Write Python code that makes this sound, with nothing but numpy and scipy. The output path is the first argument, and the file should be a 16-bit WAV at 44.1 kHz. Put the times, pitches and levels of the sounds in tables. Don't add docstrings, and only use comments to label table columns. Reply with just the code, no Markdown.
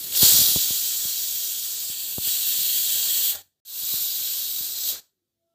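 import sys
import numpy as np
from scipy import signal
from scipy.io import wavfile
from scipy.ndimage import uniform_filter1d

SR = 44100
rng = np.random.default_rng(int(sys.argv[2]) if len(sys.argv) > 2 else 0)


def put_to_file(sound):
    columns = np.atleast_2d(sound).T
    safe = np.clip(columns, -1, 1)
    whole_steps = np.round(safe * 32767)
    wavfile.write(sys.argv[1], SR, whole_steps.astype(np.int16))


N = 244314
T = np.arange(N) / SR


def undb(db):
    return 10 ** (np.asarray(db) / 20)


def level(x, db):
    return x * undb(db) / np.sqrt(np.mean(x ** 2))


def ramp(start, length):
    return np.clip((T - start) / length, 0, 1)


def colour_db(points, hz):
    f, db = np.transpose(points)
    return np.interp(np.log(hz + 1), np.log(f), db)


def shaped_noise(db_of, size):
    hz, s, frames = signal.stft(rng.standard_normal(N), SR, nperseg=size)
    return signal.istft(frames * undb(db_of(hz[:, None], s)), SR, nperseg=size)[1][:N]


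def patches(shape, bins, steps):
    field = uniform_filter1d(uniform_filter1d(rng.standard_normal(shape), bins, axis=0), steps, axis=1)
    return field / field.std()


def clicks(times, sizes):
    out = np.zeros(N)
    np.add.at(out, (np.asarray(times) * SR).astype(int), sizes)
    return out


# frequency in Hz, relative level in dB.
ROOM_COLOUR = [(24, -39.5), (45, -15.5), (93, -4.5), (160, -10), (340, -11.5), (520, -16), (1000, -26),
               (2560, -26), (3460, -18.5), (10100, -25.5), (15400, -19)]
def room_tone():
    def db_of(hz, at):
        return colour_db(ROOM_COLOUR, hz) + 2.5 * patches((len(hz), len(at)), bins=6, steps=3)
    return level(shaped_noise(db_of, size=2048), db=-81.5)


# time in seconds, hiss level in dB,
# treble lift in dB, relative level of the draught on the microphone in dB.
BURSTS = [
    [(0.0, -37, 4, -49.5), (0.102, -36.5, 1.5, -51), (0.158, -26.5, -1, -49), (0.204, -23.5, 4.5, -56),
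     (0.226, -14, -0.5, -51), (0.3, -16.5, 0, -55), (0.41, -19, 0.2, -42), (0.55, -23.5, -1, -56),
     (0.69, -26, -1, -56), (0.88, -27.5, -1.5, -59.5), (1.23, -30, 1, -60.5), (1.94, -33, -1, -62),
     (2.2, -34, 2.2, -57), (2.28, -26.5, 0.7, -57), (2.37, -27.5, 0, -61.5), (3.14, -25.5, 0, -61.5),
     (3.3, -26.5, 3, -64)],
    [(3.65, -30.5, 3, -70), (3.85, -29, 1.2, -63), (3.948, -29.5, 2.5, -56), (4.056, -31, 2, -62),
     (4.246, -31, -0.3, -64), (4.614, -33, 2.5, -64), (4.752, -33.5, 0.4, -63), (4.84, -30.5, 1, -74),
     (4.9, -27.5, 1.5, -55)],
]
# fade start in seconds,
# time of the level drop in seconds, drop in dB, slope of the fade in dB per second.
ENDINGS = [(3.301, 3.418, -8, -210), (4.899, 4.998, -9, -185)]
REOPEN_S = BURSTS[1][0][0]
def vent(tail_db_per_s=-230, shut_treble_db=-6, shut_roar_db=13, leak_roar_db=5.5, still_air_db=-88):
    times, *columns = np.vstack(BURSTS).T
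    second = T >= REOPEN_S
    held = np.where(second, T, np.minimum(T, BURSTS[0][-1][0]))
    level_db, treble_db, draught_db = (np.interp(held, times, column) for column in columns)
    start, drop, _, slope = np.transpose(ENDINGS)[:, second.astype(int)]
    fade_db = slope * np.clip(np.minimum(T, drop) - start, 0, None)
    fade_db += tail_db_per_s * np.clip(T - drop, 0, None)
    fade_db += second * 0.78 * 20 * np.log10(ramp(REOPEN_S, 0.31) + 0.017)
    leaking = 1 - ramp(0.14, .04)
    closing = ramp(start, 0.062)
    return (level_db + fade_db,
            treble_db + shut_treble_db * closing,
            leak_roar_db * leaking + shut_roar_db * closing,
            np.maximum(draught_db + fade_db, still_air_db))


# frequency in Hz, relative level in dB.
HISS_COLOURS = [
    [(180, -49), (300, -20), (492, -20.5), (1030, -27), (1810, -20), (1960, -22.5), (2470, -16.5),
     (3330, -5), (4400, -3), (5280, -6), (5730, -5.5), (7840, -4.5), (9870, -7.5), (11800, -4.5),
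     (15400, -0.5)],
    [(180, -33), (300, -22.5), (1050, -26), (1810, -19), (1960, -22.5), (2470, -17), (3270, -6.5),
     (3860, -5.5), (4400, -4.5), (5360, -5.5), (5730, -4.5), (7710, -3), (9710, -9.5), (13300, -2.5),
     (15400, 0.5)],
    [(180, -30.5), (300, -23), (1200, -26.5), (1810, -18), (2030, -24), (2470, -15), (3330, -2.5),
     (3610, -6), (4470, -3), (5190, -9.5), (7840, -3), (9870, -9.5), (11300, -7.5), (13100, -2), (15400, 1)],
    [(180, -32), (300, -24), (1120, -27), (1640, -22), (1900, -26), (2560, -18.5), (3270, -10),
     (3920, -4.5), (5640, -8), (7970, -6.5), (9710, -14), (11400, -10), (12600, -6.5), (13700, -1.5),
     (15400, -5.5)],
]
COLOUR_SWITCHES_S = (.6, 1.9, 3.62)
# centre in Hz, width in Hz, boost or cut in dB.
CAVITIES = [(1884, 65, 1), (3308, 79, 5.5), (3870, 59, 5.5), (4410, 330, 2.5), (5310, 180, -2),
            (5780, 130, 2.5), (6830, 140, 3.5), (7060, 110, 2.5), (7740, 220, 5), (8270, 87, 2.5),
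            (10100, 600, -4), (11730, 200, 4.5), (13100, 200, 1.5), (13800, 410, 2)]
def jet(level_db, treble_db, roar_db):
    def db_of(hz, at):
        place = np.searchsorted(COLOUR_SWITCHES_S, at)
        db = np.hstack([colour_db(colour, hz) for colour in HISS_COLOURS])[:, place]
        db += sum(lift_db / (1 + (2 * (hz - centre) / width) ** 2) for centre, width, lift_db in CAVITIES)
        db += np.clip((hz - 8500) / 3000, 0, 1) * np.interp(at, T, treble_db)
        db += np.clip((2800 - hz) / 1100, 0, 1) * np.interp(at, T, roar_db)
        db += 0.87 * patches(db.shape, bins=8, steps=30)
        db += .9 * patches(db.shape, bins=24, steps=3)
        body = (hz[:, 0] > 2500) & (hz[:, 0] < 9000)
        return db - 10 * np.log10(np.sum(undb(2 * db[body]), axis=0) / len(hz))
    eddies_db = 0.44 * patches((1, N), 1, 300)[0] + 0.18 * patches((1, N), 1, 2500)[0]
    return shaped_noise(db_of, size=1024) * undb(level_db + eddies_db)


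def tiles(x, t60, wet_db):
    t = T[:SR // 2]
    echoes = rng.standard_normal(len(t)) * np.exp(-np.log(1000) * t / t60) * (t > .002)
    return x + undb(wet_db) * signal.fftconvolve(x, echoes / np.sqrt(np.sum(echoes ** 2)))[:N]


# start in seconds, relative level in dB.
SPITS = [(.04, -41), (.121, -23), (.15, -18)]
def spits(attack_s=.0022):
    starts, db = np.transpose(SPITS)
    age = T[:1024] / attack_s
    envelope = signal.fftconvolve(clicks(starts, undb(db)), age * np.exp(1 - age))[:N]
    band = signal.butter(2, (2700, 4800), "bandpass", fs=SR, output="sos")
    return envelope * level(signal.sosfilt(band, rng.standard_normal(N)), db=-8.0)


# centre in seconds, boost or cut in dB, half-width in seconds.
SURGES = [(0.044, 3.5, 0.0056), (0.163, 4, 0.0037), (0.173, 6.5, 0.0044), (0.195, 3, 0.0036),
          (0.226, 1.5, 0.0058), (3.34, -3, 0.003), (3.355, 6, .004)]
def flutter_db():
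    return sum(db * np.exp(-((T - at) / width) ** 2) for at, db, width in SURGES)


def push(swell_ms):
    t = T[:2048]
    pressure = np.exp(-t / 0.0012) * (1 - np.exp(-(t / (swell_ms / 1000)) ** 2))
    thump = signal.sosfilt(signal.butter(3, 78, "highpass", fs=SR, output="sos"), pressure)
    return thump / thump.max()


# time in seconds, peak in dB, direction as +1 or -1, swell in milliseconds.
PUFFS = [(0.223, -39, 1, 2), (0.2307, -12, -1, 0.68), (.2627, -34, -1, 1.8), (0.324, -34, 1, 2),
         (0.342, -27.5, -1, 2.2), (0.3515, -32, 1, 1.7), (0.391, -26, 1, 1.3), (0.4031, -30, -1, 1.4),
         (0.4163, -27.5, 1, 1.9), (0.489, -32, 1, .7), (0.5607, -16, 1, 0.46), (.5698, -24.5, -1, .6),
         (0.7071, -26.5, 1, 0.44), (1.053, -36.5, -1, 0.86), (1.899, -38.5, 1, 0.58),
         (2.1829, -19.5, 1, 0.4), (2.2745, -35, 1, 0.49), (2.4773, -45, -1, 0.75), (2.589, -40, 1, 0.59),
         (2.611, -43, -1, 0.73), (3.833, -46, 1, .9), (3.94, -32, -1, 0.44), (4.2122, -46, 1, 0.98),
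         (4.6082, -39.5, -1, 0.62)]
def puffs(draught_db, count=2500):
    when, direction, strength = rng.random((count, 3)).T
    sizes = np.sign(direction - .5) * undb(-3.1 * np.log(strength + 1e-6))
    patter = signal.fftconvolve(clicks(when * (N - 1) / SR, sizes), push(swell_ms=0.74))[:N]
    out = level(patter, db=-2.5) * undb(draught_db)
    for at, db, way, swell_ms in PUFFS:
        i = int((at - swell_ms / 2000) * SR)
        out[i:i + 2048] += np.sign(way) * undb(db) * push(swell_ms)
    return out


# start in seconds, relative level in dB.
KNOCKS = [(3.328, -40), (3.35, -34), (3.385, -46), (3.405, -49.5), (4.895, -44.5), (4.925, -43),
          (4.939, -44.5), (4.99, -49)]
# pitch in Hz, relative level in dB, seconds to die away by 60 dB.
LID_MODES = [(93, -11, 0.3), (555, -4, .07), (616, 0.5, .06), (696, -1, 0.059), (773, 3, 0.1),
             (803, -2, 0.13), (1130, -16, .07), (1420, -6, .06)]
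def knocks(scrape_s=0.011):
    t = T[:SR // 2]
    ring = sum(undb(db) * np.exp(-np.log(1000) * t / t60) * np.sin(2 * np.pi * hz * t)
               for hz, db, t60 in LID_MODES)
    starts, db = np.transpose(KNOCKS)
    blows = clicks(starts, undb(db))
    scrape = signal.lfilter([1], [1, -np.exp(-1 / (scrape_s * SR))], blows) * rng.standard_normal(N)
    return signal.fftconvolve(0.8 * blows + 0.057 * scrape, ring / ring.max())[:N]


def level_drops_db(drop_s=0.0086):
    (_, first, first_db, _), (_, second, second_db, _) = ENDINGS
    return first_db * ramp(first, drop_s) * (T < REOPEN_S) + second_db * ramp(second, drop_s)


def sine(hz, db):
    return np.sqrt(2) * undb(db) * np.sin(2 * np.pi * np.cumsum(hz) / SR)


def hum(start_s=5.08, start_hz=405, rest_hz=343, sag_hz_per_s=400):
    hz = np.maximum(start_hz - sag_hz_per_s * (T - start_s), rest_hz)
    level_db = -89.5 + 4 * patches((1, N), 1, 900)[0]
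    return sine(hz, level_db) * ramp(start_s, .02)


# multiple of the pitch, time of full level in seconds,
# full level in dB, swell in dB per second.
TONE_PARTIALS = [(1, 5.43, -78.5, 280), (2, 5.51, -90, 260)]
def far_tone(hz=669):
    return sum(sine(np.full(N, multiple * hz), db - swell * np.clip(full_s - T, 0, None))
               for multiple, full_s, db, swell in TONE_PARTIALS)


def scene():
    level_db, treble_db, roar_db, draught_db = vent()
    cooker = jet(level_db, treble_db, roar_db) * undb(flutter_db()) + spits() + knocks()
    echoing = tiles(cooker, t60=0.1, wet_db=-10)
    mono = echoing * undb(level_drops_db()) + puffs(draught_db) + room_tone() + hum() + far_tone()
    return np.array([mono, mono])


MUTE_S, TOP_HZ = (3.602, 3.649), 15480
def record(dry):
    rounded = np.tanh(1.065 * dry) / 1.113
    gate = (T < MUTE_S[0]) | (T > MUTE_S[1])
    return signal.sosfilt(signal.ellip(14, .3, 100, TOP_HZ, fs=SR, output="sos"), rounded * gate)


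dry = scene()
out = record(dry)
put_to_file(out)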